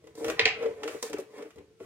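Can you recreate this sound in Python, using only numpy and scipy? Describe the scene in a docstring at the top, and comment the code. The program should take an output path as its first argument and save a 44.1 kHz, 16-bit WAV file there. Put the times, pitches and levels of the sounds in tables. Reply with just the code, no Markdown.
"""Scissors cutting a hollow plastic bottle

Scissors work through the wall of an empty bottle held over a table in a small hard room. Slips of the
blades, snaps and knocks excite its modes; noise bursts and clicks, filtered, give the cracks and the steel.
Two bites ring the resonances of the cut flap, and during long drags the main mode sings as a tone.
Two microphone ports a few centimetres apart hear it from the right, over thuds and quiet room tone.
"""
import sys
import numpy as np
from scipy import signal
from scipy.fft import rfft, irfft, next_fast_len
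from scipy.io import wavfile
from scipy.ndimage import uniform_filter1d

SR = 44100
rng = np.random.default_rng(int(sys.argv[2]) if len(sys.argv) > 2 else 0)


def generate_wav(signal):
    """Clip the signal to [-1, 1] and save it as 16-bit WAV at the path in sys.argv[1]."""
    frames = np.transpose(np.atleast_2d(signal))
    scaled = np.clip(frames, -1, 1) * 32767
    pcm = np.round(scaled).astype(np.int16)
    wavfile.write(sys.argv[1], SR, pcm)


N = 81585
TIME_S = np.arange(N) / SR

# bites of the blades through the wall: t/s, level/dB, flap pitch f/Hz, hollow knock level/dB
BITES = [(0.3930, -5.5, 2046, -19.5), (0.4543, -4, 2278, -21)]
# resonances of the cut flap: multiple of its pitch/1, bandwidth/Hz, level/dB
FLAP_RESONANCES = [(.82, 880, -2), (1, 966, 3), (1.2, 860, 2.5), (1.85, 1300, -5), (2.3, 1600, -10),
                   (3.2, 1000, -21)]
BITE_RISE_S, BITE_T60_S = 0.00081, 0.008
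RATTLE_DB, RATTLE_T60_S = -24.5, 0.19  # level relative to the bite
FLAP_RISE, FLAP_RISE_S = 0.078, 0.098  # share by which the pitch rises as the flap stiffens; time constant

# modes of the hollow bottle at rest: f/Hz, level/dB, t60/s
BOTTLE_MODES = [(318.8, -8, 0.11), (390.5, -10.5, 0.067), (457.2, 2, 0.06), (548, -9.5, 0.063),
                (571.4, -6.5, 0.05), (734, -32.5, 0.09), (876, -13, 0.031), (1183, -22, 0.026)]
# pitch of the main mode as the hand bends the bottle: t/s, f/Hz
MAIN_MODE_PITCH = [(0, 466), (.3, 457), (.63, 460), (.72, 452), (1.05, 447.2), (1.15, 430), (1.33, 438),
                   (1.45, 456), (1.62, 434), (1.78, 442), (1.85, 452)]
# level of the modes under GRIP_HZ, damped as the grip changes: t/s, level/dB
LOW_MODE_LEVEL = [(0, 2.5), (.34, -1), (0.389, -9.5), (.72, -13), (.82, -3), (1.101, -4.5), (1.498, 0),
                  (1.85, -2)]
# soft knocks of the bottle in the hand: t/s, level/dB
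HAND_KNOCKS = [(0.177, -31), (0.209, -27), (0.653, -27), (0.947, -29), (1.138, -21.5), (1.189, -29),
               (1.338, -40.5), (1.703, -51)]
# blade and hand working the bottle: t/s, hollow ring level/dB, crackle level/dB, blade hiss level/dB
BLADE_WORK = [(0.0, -73, -79, -85), (0.078, -48, -68, -75), (0.138, -68, -77, -82),
              (0.182, -42, -61, -55.5), (0.218, -37.5, -56.5, -60), (0.314, -27.5, -43.5, -52.5),
              (0.336, -44.5, -75, -66), (0.391, -51, -41, -68), (0.398, -44.5, -33, -51),
              (0.412, -31, -36, -72), (0.452, -50, -56, -72), (0.462, -32.5, -33, -91),
              (0.53, -48, -52, -78), (0.581, -39.5, -55, -72), (0.633, -28, -45, -63),
              (0.685, -33.5, -60, -68), (0.766, -46.5, -63, -72.5), (0.842, -32, -58, -65.5),
              (0.9, -37, -53.5, -55), (0.962, -40.5, -55, -60.5), (1.016, -79, -74, -65),
              (1.032, -28, -61, -47.5), (1.07, -52, -51.5, -51.5), (1.117, -39.5, -61, -73),
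              (1.144, -38, -81.5, -70), (1.17, -47, -47.5, -68), (1.195, -36, -62, -67),
              (1.266, -57, -78.5, -79), (1.384, -37.5, -52.5, -65), (1.442, -39, -62, -72),
              (1.544, -77.5, -83.5, -78.5), (1.576, -40.5, -65.5, -77), (1.642, -59, -83, -84.5),
              (1.784, -86.5, -80.5, -87), (1.806, -37, -65, -69.5), (1.85, -67, -60.5, -69)]
RING_COLUMN, CRACKLE_COLUMN, HISS_COLUMN = 1, 2, 3
REST_HZ, GRIP_HZ = 460.8, 350
RADIATES_HZ = 212  # the bottle is too small to sound below this
KNOCK_S, MODE_SPREAD_DB = 0.0013, 2.78
SLIPS_PER_S, SLIP_SPREAD_DB = 800, 2

# level of the main mode when long drags lock the slips to it: t/s, level/dB
SINGING_LEVEL = [(.16, -93), (.21, -39.5), (.31, -32), (.328, -47), (.345, -70), (.585, -81), (.612, -31.5),
                 (.623, -33), (.632, -23.5), (.649, -47), (.66, -31), (.715, -43.5), (.74, -70)]
SING_WANDER_HZ = 13.7  # RMS unsteadiness of the pitch

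# snaps of the wall: t/s, crack level/dB, bright edge level/dB, hollow knock level/dB
WALL_SNAPS = [(0.04, -56.5, -62, -49), (0.0707, -46.5, -53, -60), (0.152, -52, -43.5, -42.5),
              (0.244, -26.5, -33, -31.5), (0.2628, -37, -38, -31), (0.281, -25, -33, -46),
              (0.299, -21.5, -29.5, -34.5), (0.626, -38.5, -46, -28.5), (0.6585, -34.5, -62, -26),
              (0.8325, -24.5, -38.5, -67), (0.8766, -25.5, -37, -67), (0.8885, -33.5, -59, -32.5),
              (1.0259, -28.5, -22, -29.5), (1.098, -49, -40, -30), (1.1301, -28, -35, -59),
              (1.1837, -46, -37.5, -31), (1.1994, -42, -38.5, -41), (1.3816, -49, -52, -43),
              (1.4227, -39, -49, -52), (1.505, -45.5, -55.5, -85), (1.558, -57.5, -54, -48.5),
              (1.5831, -46, -56, -44.5), (1.802, -46.5, -79, -32.5)]
# colour of the snapping wall: f/Hz, level/dB
CRACK_COLOUR = [(410, -34.5), (700, 1), (934, -0.5), (1330, -2.5), (3160, -4), (3830, -12), (5330, -13),
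                (7750, -17.5), (9000, -39.5), (11700, -59.5)]
# colour of the small slips: f/Hz, level/dB
CRACKLE_COLOUR = [(410, -22.5), (700, 6.5), (950, -2.5), (1260, -2.5), (1530, -2), (2310, -3), (2770, -8),
                  (6000, -23), (7800, -57)]
CRACK_RISE_S, CRACK_T60_S = 0.0013, 0.018
GRIT_PER_S, GRIT_SPREAD_DB = 2500, 2

# colour of the steel edge: f/Hz, level/dB
EDGE_COLOUR = [(2060, -45.5), (3500, -2), (4460, -1), (5930, 0), (9090, -2.5), (10600, -8.5), (12000, -7),
               (16000, -11.5)]
EDGE_RISE_S, EDGE_T60_S = 0.0011, 0.014
TICK_DB = -18.5  # bright tick relative to its bite

# balance of the direct sound: f/Hz, left minus right level/dB
PORT_BALANCE = [(60, -2), (180, 4.5), (550, 1), (1650, 0), (4970, -4), (15000, 2)]
LEFT_LAG_S = 0.0001
EARLY_DB, EARLY_S, EARLY_HZ = -11.5, 0.008, 715  # level of each bounce, time span, high-pass corner
BITE_WET_DB = -2.5  # the bites face the microphone, so less of them comes by way of the room
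TURN_S = 0.3016  # the bottle turns, so the paths through the room keep changing

# reverberation time: f/Hz, t60/s
ROOM_T60 = [(150, 0.16), (500, 0.16), (1200, 0.29), (2500, 0.32), (5000, 0.28), (10000, 0.2), (16000, .2)]
# reverberant strength: f/Hz, level/dB
ROOM_LEVEL = [(150, -8), (500, -8.5), (1200, -0.5), (2500, 1), (5000, -6), (10000, -1.5), (16000, -4.5)]
# left-right likeness of diffuse sound: f/Hz, correlation/1
LIKENESS = [(50, 0.32), (480, 0.92), (800, 0.29), (1500, 0.1), (16000, 0.022)]
ROOM_START_S = 0.0033

# low thuds of hands and bottle through the table: t/s, level/dB
THUD_LEVEL = [(0.0, -69), (0.21, -65.5), (0.292, -49), (0.386, -60), (0.458, -45), (0.498, -56.5),
              (1.107, -72), (1.128, -53.5), (1.236, -74), (1.548, -71.5), (1.565, -53.5), (1.661, -67.5),
              (1.79, -71), (1.808, -58)]
# colour of the thuds: f/Hz, level/dB
THUD_COLOUR = [(30, -41.5), (54, -0.5), (118, 5.5), (178, 0.5), (200, -1.5), (280, -15.5), (440, -120)]
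THUD_APART_DB = -13  # part that is opposite in sign at the two ports

# colour of the room tone: f/Hz, level/dB
TONE_COLOUR = [(25, -36.5), (200, -7), (301, -19.5), (354, 2), (439, -3), (659, -24.5), (1130, -22),
               (2410, -22), (3080, -21), (6740, -26), (16000, -43.5)]
TONE_DB, BAND_LIMIT_HZ = -68, 16300


def snips():
    """Forced resonance: each bite is a hard burst, then a fading rattle, heard through the cut flap."""
    out = np.zeros(N)
    for bite in BITES:
        start_s, level_db, pitch_hz, _ = bite
        t = np.maximum(TIME_S - start_s, 0)
        fade = (t > 0) * amp(level_db + RATTLE_DB - 60 * t / RATTLE_T60_S)
        rattle = fade * clicks(4000, 5.2)
        drive = bursts([bite], column=1, rise_s=BITE_RISE_S, t60=BITE_T60_S) + rattle
        flap_hz = pitch_hz * (1 + FLAP_RISE * (1 - np.exp(-t / FLAP_RISE_S)))
        for k, (multiple, width, db) in enumerate(FLAP_RESONANCES):
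            hz = multiple * flap_hz
            ring = resonate(resonate(drive, hz, width), hz, width)
            out += (-1) ** k * amp(db) * ring * np.sqrt(SR / (2 * width))
    return high_pass(out, 730, order=2)


def bottle():
    """Modal superposition: slips, snaps, bites and knocks excite the same damped modes."""
    bend = track(MAIN_MODE_PITCH) / REST_HZ
    grip_db = track(LOW_MODE_LEVEL)
    struck = [(row[0], row[3]) for row in WALL_SNAPS + BITES]
    blows = np.array(struck + list(HAND_KNOCKS))
    blow_at = np.round(blows[:, 0] * SR).astype(int)
    # each blow excites each mode in its own random measure
    sway_db = MODE_SPREAD_DB * rng.standard_normal((len(blows), len(BOTTLE_MODES)))
    push = np.hanning(round(KNOCK_S * SR) + 3)
    push /= push.sum()
    # the energy of all rings together scales the slips
    energy = sum(amp(2 * db) * t60 * SR / (4 * np.log(1000)) for _, db, t60 in BOTTLE_MODES)
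    slips = effort(RING_COLUMN) * clicks(SLIPS_PER_S, SLIP_SPREAD_DB) / np.sqrt(energy)
    out = np.zeros(N)
    for k, (hz, db, t60) in enumerate(BOTTLE_MODES):
        hits = np.zeros(N)
        np.add.at(hits, blow_at, amp(blows[:, 1] + sway_db[:, k]))
        width = np.log(1000) / (np.pi * t60)
        ring = resonate(through(hits + slips, push), hz * bend, width)
        level = amp(db + grip_db * (hz < GRIP_HZ))
        out += (-1) ** k * level * ring * SR / (2 * np.pi * width)
    return high_pass(out, RADIATES_HZ)


def singing():
    """Stick-slip locking: slips in step with the main mode hold it as a slightly unsteady tone."""
    wander = evened(uniform_filter1d(rng.standard_normal(N), size=600))
    hz = track(MAIN_MODE_PITCH) + SING_WANDER_HZ * wander
    tone = np.sqrt(2) * np.sin(2 * np.pi * np.cumsum(hz) / SR)
    return amp(track(SINGING_LEVEL)) * tone


def wall():
    """Impulsive radiation: sharp cracks of the plastic, and a fine crackle while the blades push."""
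    snaps = bursts(WALL_SNAPS, column=1, rise_s=CRACK_RISE_S, t60=CRACK_T60_S)
    grit = effort(CRACKLE_COLUMN) * clicks(GRIT_PER_S, GRIT_SPREAD_DB)
    return through(snaps, colour(CRACK_COLOUR)) + through(grit, colour(CRACKLE_COLOUR))


def blades():
    """Impact and friction: bright ticks at each snap and bite, and a thin hiss of steel on plastic."""
    ticks = bursts(WALL_SNAPS, column=2, rise_s=EDGE_RISE_S, t60=EDGE_T60_S)
    hiss = effort(HISS_COLUMN) * clicks(9000, 1.3)
    bites = amp(TICK_DB) * bursts(BITES, column=1, rise_s=BITE_RISE_S, t60=EDGE_T60_S)
    bite_taps = colour(EDGE_COLOUR[:4], skirt_db=27)
    return through(ticks + hiss, colour(EDGE_COLOUR)) + through(bites, bite_taps)


def table_thud():
    """Structure-borne sound: low lumpy thuds through the table top, not quite alike at the two ports."""
    noise = rng.standard_normal((2, N))
    common, apart = (evened(through(z, colour(THUD_COLOUR, skirt_db=14))) for z in noise)
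    level = amp(track(THUD_LEVEL))
    return level * (common + amp(THUD_APART_DB) * np.array([apart, -apart]))


def ports(x):
    """Interaural-type cues: direct sound reaches the right port first, its balance varying with pitch."""
    size = next_fast_len(N + 512)
    hz = np.fft.rfftfreq(size, 1 / SR)
    side = np.array([[0.5], [-0.5]])  # left, right
    balance = amp(side * read(PORT_BALANCE, hz))
    delay = np.exp(-2j * np.pi * hz * side * LEFT_LAG_S)
    return irfft(rfft(x, size) * balance * delay, size)[:, :N]


def near_surfaces(x):
    """Early reflection: a few single bounces off table and wall, other ones for each port."""
    taps = np.zeros((2, round(EARLY_S * SR) + 40))
    delay, sign = rng.random((2, 2, 12))
    at = (30 + delay ** 2 * EARLY_S * SR).astype(int)  # the square crowds the bounces early
    np.put_along_axis(taps, at, np.sign(sign - 0.5), 1)
    treble = high_pass(x, EARLY_HZ, order=2)
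    return amp(EARLY_DB) * signal.fftconvolve(treble[None], taps, axes=1)[:, :N]


def room(x):
    """Reverberation: a short dense tail, each band with its own energy and exponential decay."""
    def fall(hz, t):
        decay = amp(-60 * t / read(ROOM_T60, hz))
        energy = (decay ** 2).sum(1, keepdims=True)
        return decay / np.sqrt(energy) * amp(read(ROOM_LEVEL, hz))
    # flat noise sets the scale; 128 samples is the step between frames
    unit = np.sqrt(128) * np.std(diffuse(2048, size=512, gain=lambda hz, t: 1))
    tail = diffuse(SR // 2, size=512, gain=fall) / unit
    tail = np.pad(tail, ((0, 0), (round(ROOM_START_S * SR), 0)))
    return signal.fftconvolve(x[None], tail, axes=1)[:, :N]


def turning(space, x, count=4):
    """Time-varying paths: x feeds several draws of a space in a cycle, fading from one to the next."""
    turn = TIME_S / TURN_S
    out = 0
    for k in range(count):
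        phase = (turn - k / count + 0.5) % 1 - 0.5
        fade = np.cos(np.pi / 2 * np.clip(phase * count, -1, 1))
        out = out + space(x * fade)
    return out


def room_tone():
    """Stationary diffuse field: quiet steady air of the room."""
    air = diffuse(N, size=2048, gain=lambda hz, t: amp(read(TONE_COLOUR, hz)))
    return amp(TONE_DB) * evened(air)


def diffuse(length, size, gain):
    """Partial coherence: two-channel noise shaped by gain(hz, t), alike in the bass, not in the treble."""
    frames = 4 * length // size + 5
    hz = np.fft.rfftfreq(size, 1 / SR)[:, None]
    a, b, c, d = rng.standard_normal((frames, len(hz), 4)).T
    left, other = a + 1j * b, c + 1j * d
    same = np.clip(read(LIKENESS, hz), -1, 1)
    pair = np.array([left, same * left + np.sqrt(1 - same ** 2) * other])
    frame_s = np.arange(frames) * size / (4 * SR)
    noise = signal.istft(pair * gain(hz, frame_s), nperseg=size, noverlap=3 * size // 4)[1]
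    return noise[:, :length]


def bursts(rows, column, rise_s, t60):
    """Transient excitation: a quick noise burst at each event, scaled by the level in the column."""
    out = np.zeros(N + 2000)
    t = np.arange(2000) / SR
    shape = (1 - np.exp(-t / rise_s)) * amp(-60 * t / t60)
    noise = rng.standard_normal((len(rows), 2000))
    for row, z in zip(rows, noise):
        at = round(row[0] * SR)
        flat = irfft(np.exp(1j * np.angle(rfft(shape * z))))  # all pitches equally strong
        even = flat * np.minimum(10 * shape, 1)
        out[at:at + 2000] += amp(row[column]) * even * np.linalg.norm(shape) / np.linalg.norm(even)
    return out[:N]


def clicks(per_s, spread_db):
    """Random impulse process: clicks of random sign, a few of them large, at unit RMS."""
    chance, sign, size = rng.random((3, N))
    happens = chance < per_s / SR
    return evened(happens * np.sign(sign - 0.5) * amp(-spread_db * np.log(size + 0.0077)))


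def effort(column):
    """Amplitude envelope: one level of the blade work, interpolated in dB."""
    table = np.array(BLADE_WORK)
    return amp(np.interp(TIME_S, table[:, 0], table[:, column]))


def resonate(x, hz, width):
    """Heterodyning: shifts the curve hz to zero, smooths, and shifts back, a resonance of gain 1."""
    turn = np.exp(2j * np.pi * np.cumsum(hz * np.ones(len(x))) / SR)
    r = np.exp(-np.pi * width / SR)
    return 2 * (turn * signal.lfilter([1 - r], [1, -r], x / turn)).real


def colour(points, skirt_db=18):
    """Minimum phase: causal unit-energy filter of this spectrum, falling skirt_db an octave outside."""
    hz = np.abs(np.fft.fftfreq(8192, 1 / SR)) + 1
    below = np.maximum(np.log2(points[0][0] / hz), 0)
    above = np.maximum(np.log2(hz / points[-1][0]), 0)
    gain_db = np.maximum(read(points, hz) - skirt_db * (below + above), -100)
    log_gain = np.log(amp(gain_db))
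    taps = np.fft.ifft(np.exp(np.conj(signal.hilbert(log_gain)))).real[:4096]
    return taps / np.linalg.norm(taps)


def through(x, taps):
    """Convolution: the response of a linear filter to x."""
    return signal.oaconvolve(x, taps)[:N]


def high_pass(x, hz, order=4):
    """Low-frequency cutoff: a Butterworth high-pass."""
    return signal.sosfilt(signal.butter(order, hz, "high", fs=SR, output="sos"), x)


def track(points):
    """Linear interpolation of a table over time."""
    return np.interp(TIME_S, *np.transpose(points))


def read(points, hz):
    """Interpolation of a table over logarithmic frequency."""
    f, value = np.transpose(points)
    return np.interp(np.log(hz + 1), np.log(f + 1), value)


def evened(x):
    """Normalisation to unit RMS."""
    return x / np.sqrt(np.mean(x ** 2) + 1e-20)


def amp(db):
    """Amplitude ratio of a level in dB."""
    return 10 ** (np.asarray(db) / 20)


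def scene():
    """Superposition: direct sound, bounces and reverberation, with thuds and room tone."""
    body = bottle() + singing() + wall() + blades()
    bites = snips()
    wet = body + amp(BITE_WET_DB) * bites
    reflected = turning(near_surfaces, wet) + turning(room, wet)
    return ports(body + bites) + reflected + table_thud() + room_tone()


def record(dry):
    """Band limitation: the recorder's steep linear-phase low-pass."""
    taps = signal.firwin(511, BAND_LIMIT_HZ, window=("kaiser", 9), fs=SR)
    return signal.oaconvolve(dry, taps[None], "same")


dry = scene()
out = record(dry)
generate_wav(out)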